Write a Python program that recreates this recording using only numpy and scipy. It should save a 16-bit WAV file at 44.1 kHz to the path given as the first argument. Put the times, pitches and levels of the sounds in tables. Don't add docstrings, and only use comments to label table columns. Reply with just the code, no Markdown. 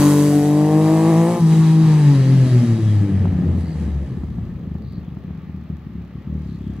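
import sys
import numpy as np
from scipy import signal
from scipy.fft import rfft, irfft, next_fast_len
from scipy.io import wavfile
from scipy.ndimage import uniform_filter1d, map_coordinates

SR = 44100
rng = np.random.default_rng(int(sys.argv[2]) if len(sys.argv) > 2 else 0)


def int16_out(signal):
    q = np.round(np.clip(np.atleast_2d(signal).T, -1, 1) * 32767)
    wavfile.write(sys.argv[1], SR, q.astype(np.int16))


def rack_gain(trim_db):
    fader = np.asarray(trim_db, float)
    return 10 ** (fader / 20)


N = 299880
T = np.arange(N) / SR
SHUT_S, CLUTCH_S = 1.4, 3.01

# time in seconds, firing rate in Hz, fundamental in dB, second overtone (twice the
# firing rate) in dB.
ENGINE = [(0, 146.6, -16.5, -12.5), (.43, 146.6, -21, -15.5), (.83, 157.1, -14.5, -17),
          (1.06, 162.5, -17, -18.5), (1.19, 166.5, -12, -19.5), (1.33, 174.3, -22, -22.5),
          (1.38, 173.1, -13, -33.5), (1.46, 160.7, -9.5, -21.5), (1.82, 159.8, -12, -26),
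          (1.99, 151.8, -11.5, -27.5), (2.24, 130.4, -13.5, -27), (2.36, 133.7, -11.5, -30),
          (2.72, 114.1, -13.5, -27.5), (3.01, 101.2, -15, -26), (3.5, 86.6, -17.5, -33.5),
          (4.02, 69.04, -23.5, -38), (4.28, 57.2, -38, -40), (4.6, 52.77, -39, -36)]
# time in seconds, peak in dB, crack in dB.
POPS = [(3.184, -14.5, -23), (3.256, -14, -6), (3.274, -14, -17), (3.328, -13, -19), (3.353, -14, -21),
        (3.387, -13.5, -24), (3.41, -20, -22), (3.44, -25.5, -11.5), (3.489, -14, -16), (3.549, -12.5, -25),
        (3.58, -15.5, -18), (3.639, -15.5, -23), (3.677, -26.5, -12), (3.756, -20.5, -13),
        (3.813, -36, -18), (3.879, -14, -27), (4.173, -16, -22), (4.236, -15, -17), (4.287, -21.5, -17),
        (4.386, -17, -17.5), (4.527, -22, -31), (4.676, -18.5, -33), (4.716, -19, -21), (4.754, -17, -17),
        (4.981, -19, -27), (5.082, -20.5, -22), (5.171, -21.5, -13), (5.281, -22, -22), (5.308, -20.5, -15),
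        (5.496, -20.5, -19)]


def unit(x):
    return x / np.sqrt(np.mean(x ** 2) + 1e-20)


def along(points, hz):
    f, v = np.transpose(points)
    return np.interp(np.log(hz + 1), np.log(f + 1), v)


def curves(rows):
    s, *cols = np.transpose(rows)
    return [np.interp(T, s, c) for c in cols]


def bumps(rows):
    return sum(db * np.exp(-((T - s) / width) ** 2) for s, width, db in rows)


def wobble(rate):
    knots = rng.standard_normal(int(N * rate / SR) + 4)
    return map_coordinates(knots, [T * rate], order=1)


def phase(opened, shut, slack):
    turns = [SHUT_S - .02, SHUT_S + 0.015, CLUTCH_S - .1, CLUTCH_S + 0.11]
    return np.interp(T, turns, [opened, shut, shut, slack])


def filtered(x, response):
    m = next_fast_len(N + SR // 2)
    return irfft(rfft(x, m) * response(np.fft.rfftfreq(m, 1 / SR)), m)[..., :N]


def resonance(f, hz, width_hz):
    return 1j * f * width_hz / (hz * hz - f * f + 1j * f * width_hz)


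def kicks(times, db):
    return np.bincount(np.round(np.asarray(times) * SR).astype(int), rack_gain(db), N)[:N]


def rush(spectrum, patchy_db):
    # frequency in Hz, correlation of left and right.
    coherence = [(30, .9), (70, .98), (400, .95), (950, .85), (2400, .66), (6000, .48), (15000, .3)]
    z = signal.stft(rng.standard_normal((2, N)), nperseg=512)[2]
    field = uniform_filter1d(rng.standard_normal(z.shape[1:]), size=5, axis=0)
    field = uniform_filter1d(field, size=12, axis=1)
    pair = signal.istft(z * rack_gain(patchy_db * unit(field)), nperseg=512)[1][:, :N]

    def shares(hz):
        turn = np.arccos(np.clip(along(coherence, hz), -1, 1)) / 2
        return rack_gain(along(spectrum, hz)) * [np.cos(turn), np.sin(turn)]

    mid, side = filtered(pair, shares)
    return unit(np.array([mid + side, mid - side]))


def far_air():
    # frequency in Hz, level in dB.
    air = [(200, -30), (400, -21), (800, -36), (1150, -6.5), (1450, -18), (1900, -22.5), (3900, -23),
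           (6000, -33.5), (8000, -41), (9000, -51), (10300, -38.5), (13000, -36), (15700, -31)]
    return rack_gain(-59.5) * rush(air, patchy_db=0.5)


def breeze():
    # frequency in Hz, level in dB per Hz.
    buffeting = [(15, -18), (35, -3), (60, 0), (110, -15.5), (200, -63)]
    # time in seconds, half width in seconds, rise in dB.
    swells = [
        (4.15, .25, 7),
        (4.8, 1.2, 12),
    ]
    puffs = filtered(rng.standard_normal((2, N)), lambda hz: rack_gain(along(buffeting, hz)))
    return rack_gain(-63 + 3 * wobble(1.6) + bumps(swells)) * unit(puffs)


def echoes(x):
    # frequency in Hz, 60 dB decay time in seconds.
    lot = [(100, 1), (500, 0.22), (3000, 0.16)]
    hz, t, z = signal.stft(rng.standard_normal((2, SR // 2)), SR, nperseg=256)
    decay = rack_gain(-60 * t / along(lot, hz)[:, None])
    tail = signal.istft(z * decay, SR, nperseg=256)[1]
    tail[1] = 0.85 * tail[0] + 0.3 * tail[1]
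    late = np.pad(x, (500, 0))[None]
    return signal.fftconvolve(late, tail / np.linalg.norm(tail[0]), axes=1)[:, :N]


def bird():
    # start in seconds, length in seconds, top pitch in Hz, level in dB.
    trills = [
        (3.604, .145, 4750, -50),
        (4.82, .2, 4600, -55.5),
        (5.0, .11, 3500, -61),
        (6.47, .11, 4300, -58),
        (6.59, .15, 3400, -58),
    ]
    song = np.zeros(N)
    for s, length, top_hz, db in trills:
        t = np.arange(int(length * SR)) / SR
        count, beat = np.divmod(t * 83, 1)
        pitch, size = rng.standard_normal((2, 30))[:, count.astype(int)]
        hz = top_hz * (1 + .04 * pitch - 3.2 * (beat - .45) ** 2)
        whole = np.sin(np.pi * t / length) ** .35
        each = np.sin(np.pi * np.clip((beat - .15) / .6, 0, 1)) ** .45
        whistle = np.sin(2 * np.pi * np.cumsum(hz) / SR)
        song[int(s * SR):][:len(t)] = rack_gain(db + 1.9 * size) * whole * each * whistle
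    return song


def clicks():
    # time in seconds, level in dB, frequency in Hz.
    ticks = [
        (3.256, -32, 1800),
        (3.325, -43, 1510),
        (3.44, -28, 800),
        (3.58, -41, 11000),
        (4.925, -45, 9002),
        (5.392, -54, 10900),
        (6.485, -54, 11000),
    ]
    total = np.zeros(N)
    for s, db, hz in ticks:
        total += filtered(kicks([s], [db + 9]), lambda f: resonance(f, hz, 1.2 * hz))
    return total


def noise_levels():
    # time in seconds, effort in dB, distance in metres.
    ride = [(0, -31, 4.3), (.2, -36, 1.9), (.4, -39, 7.8), (.65, -38, 21.6), (1.15, -36.5, 25.8),
            (1.33, -38, 19), (1.45, -41.5, 18), (1.53, -37, 23), (1.6, -39.5, 26), (2.07, -38, 40),
            (2.5, -38.5, 38.3), (2.97, -43, 42.7), (3.3, -45.5, 65), (3.7, -48.5, 47), (4.2, -53.5, 53),
            (4.8, -57.5, 96), (5.85, -55.5, 125), (6.8, -57, 64)]
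    # time in seconds, half width in seconds, rise of clatter and hiss in dB.
    scrapes = [
        (2.47, 0.061, 1),
        (3.6, 0.024, 3.5),
        (3.82, 0.055, 3),
        (6.5, 0.15, 7),
    ]
    roar_db, distance = curves(ride)
    chain_db = phase(0, 3.5, 0)
    clatter_db = roar_db - 4 - 0.15 * distance + chain_db + bumps(scrapes)
    hiss_db = roar_db + 1 - 0.34 * distance + bumps(scrapes)
    return roar_db, clatter_db, hiss_db


def machine(cycle):
    # frequency in Hz, level in dB per Hz.
    rumble = [(20, -37), (40, -24), (75, -5.5), (170, 7), (250, -6), (450, -15.5), (900, -28.5),
              (1400, -49.5), (2000, -65)]
    # frequency in Hz, level in dB.
    roar = [(530, -5), (900, 1.5), (931, -16), (995, -2.5), (1300, -2.5), (1450, -8), (1740, -1.5),
            (1990, -3.5), (2230, -7), (2550, -8.5), (3400, -15), (4420, -49), (7480, -120)]
    clatter = [(1530, -40.5), (2600, -4.5), (2770, -2.5), (3230, 0.5), (3530, -4.5), (3890, 4.5),
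               (4120, -2), (4270, -1.5), (4630, 1), (5000, -2.5), (5620, -5), (6130, -4.5), (7000, -8),
               (9100, -26), (15400, -120)]
    hiss = [(4500, -15.5), (5600, -8), (6100, -6), (6900, -5), (8000, -2), (8800, -5.5), (10100, -4),
            (10900, -11), (11500, -21), (13000, -33)]
    sizzle = [(10000, -25), (11300, 3.5), (12000, 0), (14000, -3.5), (15700, -9.5)]
    roar_db, clatter_db, hiss_db = noise_levels()
    sinking_db = 7 * np.clip(T - 3.58, 0, None)
    body_db = np.maximum(phase(-45, -35.5, -33.5) - sinking_db, -46)
    gate = 1 + phase(.3, .15, .15) * np.cos(3 * cycle)
    surge = wobble(9)
    top_db = hiss_db - 3.5 - 2.5 * T
    return (rack_gain(body_db + 8) * rush(rumble, patchy_db=2.5)
            + gate * rack_gain(roar_db + surge + 0.08) * rush(roar, patchy_db=1.0)
            + gate * rack_gain(clatter_db + surge + 0.25) * rush(clatter, patchy_db=1.5)
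            + gate * rack_gain(hiss_db + surge + 2.0) * rush(hiss, patchy_db=1.5)
            + gate * rack_gain(top_db + surge) * rush(sizzle, patchy_db=1))


def burble():
    miss_share = .2
    s = np.arange(4.0, 5.45, .026)
    late, size, crack, luck = rng.uniform(-1, 1, (len(s), 4)).T
    s = s + .006 * late
    free = np.abs(s[:, None] - np.transpose(POPS)[0]).min(axis=1) > .016
    rows = np.transpose([s, -26 + 3 * size, -29 + 4 * crack])
    return rows[free & (luck > 2 * miss_share - 1)]


def beats_of_idle():
    # time in seconds, count of firings so far.
    idle_count = [(5.546, 0), (5.754, 8), (5.84, 11), (6.155, 22), (6.274, 26), (6.432, 32), (6.552, 36),
                  (6.788, 44)]
    # time in seconds, firing strength in dB, sag in dB per second.
    catches = [
        (5.53, -20, 200),
        (5.61, -22, 250),
        (5.69, -16.5, 146),
        (5.85, -19, 150),
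        (5.94, -20, 66),
        (6.14, -16.5, 200),
        (6.26, -19.5, 3.5),
        (6.65, -17, 48),
    ]
    when, count = np.transpose(idle_count)
    idle = np.interp(np.arange(count[-1] + 1), count, when) - .0006
    caught, strength_db, sag = np.transpose(catches)
    since = idle[:, None] - caught
    db = np.where(since > 0, strength_db - sag * since, -60).max(axis=1)
    return idle, db + rng.normal(0, 2, len(idle))


def firings():
    # frequency in Hz, bandwidth in Hz, level in dB.
    pipe = [
        (76.7, 6.3, -10.5),
        (184.2, 24, -9),
        (357.4, 40.6, -14),
    ]
    s, db, crack_db = np.vstack([POPS, burble()]).T
    idle, idle_db = beats_of_idle()
    t = np.arange(-300, 3000) / SR
    thump = np.exp(-.5 * ((t - .0013) / .0022) ** 2) * np.sin(2 * np.pi * 170 * (t - .0013))
    for hz, width_hz, ring_db in pipe:
        envelope = np.clip(t / 0.0063, 0, 1) * np.exp(-np.pi * width_hz * t)
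        thump += rack_gain(ring_db) * envelope * np.cos(2 * np.pi * hz * (t - .003))
    blows = kicks(s, db + 1) + kicks(idle, idle_db + 1)
    cracks = filtered(kicks(s - .001, db + crack_db + 31),
                      lambda f: resonance(f, 680, 600) ** 2 / (1 + (f / 3200) ** 4))
    return signal.fftconvolve(blows, thump)[300:][:N] - cracks


def shaft(rate):
    t = np.clip(T - 1.075, 0, None)
    slip = np.exp(-t / 0.074) * 0.0434 * np.sin(2 * np.pi * t / .095)
    slip = slip - 0.01162 * (t > 0) * (t < .2)
    return 2 * np.pi * np.cumsum(rate * (1 + slip) / 3) / SR


def boom(hz):
    return 18.5 * np.exp(-(np.log(hz / 335) / .13) ** 2) * phase(0, 0.94, 0.98)


def overtones(rate, first_db, upper_db):
    # time in seconds, half width in seconds, depth in dB.
    beats = [
        (1.378, 0.012, 43),
        (1.55, 0.017, 3),
        (2.48, 0.033, 8),
        (2.651, 0.028, 16),
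        (2.79, .04, 8.5),
        (3.089, 0.043, 15),
        (3.39, .05, 29),
        (3.7, 0.063, 27),
        (4.11, .05, 17),
    ]
    lost_db = bumps(beats)
    flutter_db = phase(.7, 2.6, 3.9)
    second_db = upper_db + 0.32 * lost_db + flutter_db * wobble(18)
    third_db = noise_levels()[0] + phase(10.5, -3, 4.5) - 14 * np.exp(-T / 0.092)
    third_db = third_db + boom(3 * rate) + 1.5 * flutter_db * wobble(20)
    return first_db - lost_db, second_db, third_db


def ground_dip():
    climb = 1 - np.exp(-(np.clip(T - .17, 0, None) / .3) ** 2)
    drift = np.clip((T - 1.9) / .5, 0, 1)
    return np.where(T < SHUT_S, 700 + 800 * climb, 611 + 202 * drift)


def gears(cycle, rough_db):
    # time in seconds, half width in seconds, rise in dB.
    whines = [
        (.03, .07, 11),
        (.27, .07, 11),
        (.72, .18, 9),
        (2.5, .06, 12),
        (3.0, .25, 12),
    ]
    whine_db = noise_levels()[2] + phase(-23, -20, -20) + bumps(whines)
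    whine = np.zeros(N)
    for order, db in ((97.0, 0.5), (94.0, 8), (92.7, -9)):
        angle = order * cycle + 2.2 * rough_db * wobble(70)
        whine += rack_gain(whine_db + db - 2 + 5 * wobble(18)) * np.cos(angle)
    return whine


def note(cycle, overtones_db):
    # multiple of the cycle rate (three firings each), level in dB.
    orders = [(1, -85), (2, -25.5), (3, 0), (4, -15.5), (5, -28), (6, -2), (7, -23), (8, -26.5), (9, -9),
              (10, -27.5), (11, -25.5), (12, -13), (13, -26.5), (14, -24.5), (15, -14.5), (16, -26.5),
              (17, -31), (18, -19), (19, -37), (20, -28.5), (21, -22.5), (22, -39), (23, -28.5), (24, -38),
              (25, -45), (26, -45), (27, -35.5), (30, -31.5), (33, -39), (36, -45.5), (39, -35)]
    roar_db = noise_levels()[0]
    rasp_db = roar_db + phase(4, -2, -2) - 9 * np.clip(T - 1.9, 0, .5)
    uneven_db = roar_db + phase(10, 7.5, -2.5)
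    dip_hz = ground_dip()
    rough_db = 1.0 + .3 * T
    speed = np.gradient(cycle) * SR / (2 * np.pi)
    tone = np.zeros(N)
    for order, db in orders:
        if order in (3, 6, 9):
            level_db = overtones_db[order // 3 - 1]
        else:
            dip_db = 14 * np.exp(-(np.log(order * speed / dip_hz) / 0.17) ** 2)
            if order > 9:
                source_db = rasp_db + .5 * boom(order * speed) + 3 * (order % 3 > 0)
            else:
                source_db = uneven_db + 0.5
            level_db = db + 15 + source_db - dip_db
        if order < 3:
            level_db = level_db - 8 * (T > 1.42)
        if order > 27:
            level_db = level_db + phase(0, -12, -12)
        start = rng.uniform(0, 2 * np.pi) if order % 3 else 1.0
        depth = .7 if order == 3 else 1 + min(order, 15) * phase(.06, .1, .1)
        waver_db = rough_db * depth * wobble(30)
        angle = order * cycle + start + .025 * order * rough_db * wobble(25)
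        tone += np.sqrt(2) * rack_gain(level_db + waver_db) * np.cos(angle)
    fade = np.clip((ENGINE[-1][0] - T) / 0.033, 0, 1)
    return (tone + gears(cycle, rough_db)) * fade


def scene():
    rate, first_db, upper_db = curves(ENGINE)
    cycle = shaft(rate)
    tone = note(cycle, overtones(rate, first_db, upper_db))
    thumps = firings() + clicks()
    song = bird()
    far = rack_gain(-26) * echoes(tone) + rack_gain(-17) * echoes(thumps) + rack_gain(-6) * echoes(song)
    distant = song + np.array([thumps, np.roll(thumps, 9)])
    return tone + distant + far + machine(cycle) + far_air() + breeze()


def roll_off(x):
    return signal.sosfilt(signal.butter(12, 15600, fs=SR, output="sos"), x)


def record(dry):
    # frequency in Hz, left minus right in dB.
    tilt = [(40, .8), (100, 1.2), (180, 1.5), (350, 2.3), (700, 1.8), (1400, -.3), (2500, 0), (3500, 3),
            (5500, 6), (8000, -1), (10000, -3.5), (15000, -2.5)]
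    # frequency in Hz, phase by which left leads in radians.
    lead = [(100, -.02), (400, -.1), (1460, -.5), (1810, 0), (3270, -.6), (3880, -.1), (5170, -2.3),
            (6370, -1.2), (9130, -2.4), (10700, -1.5), (12300, -2.2), (14000, -.7)]

    def response(hz):
        port = rack_gain(along(tilt, hz) / 2) * np.exp(.5j * along(lead, hz))
        return np.array([port, 1 / port]) * (hz < 15760)

    return roll_off(filtered(dry, response))


dry = scene()
out = record(dry)
int16_out(out)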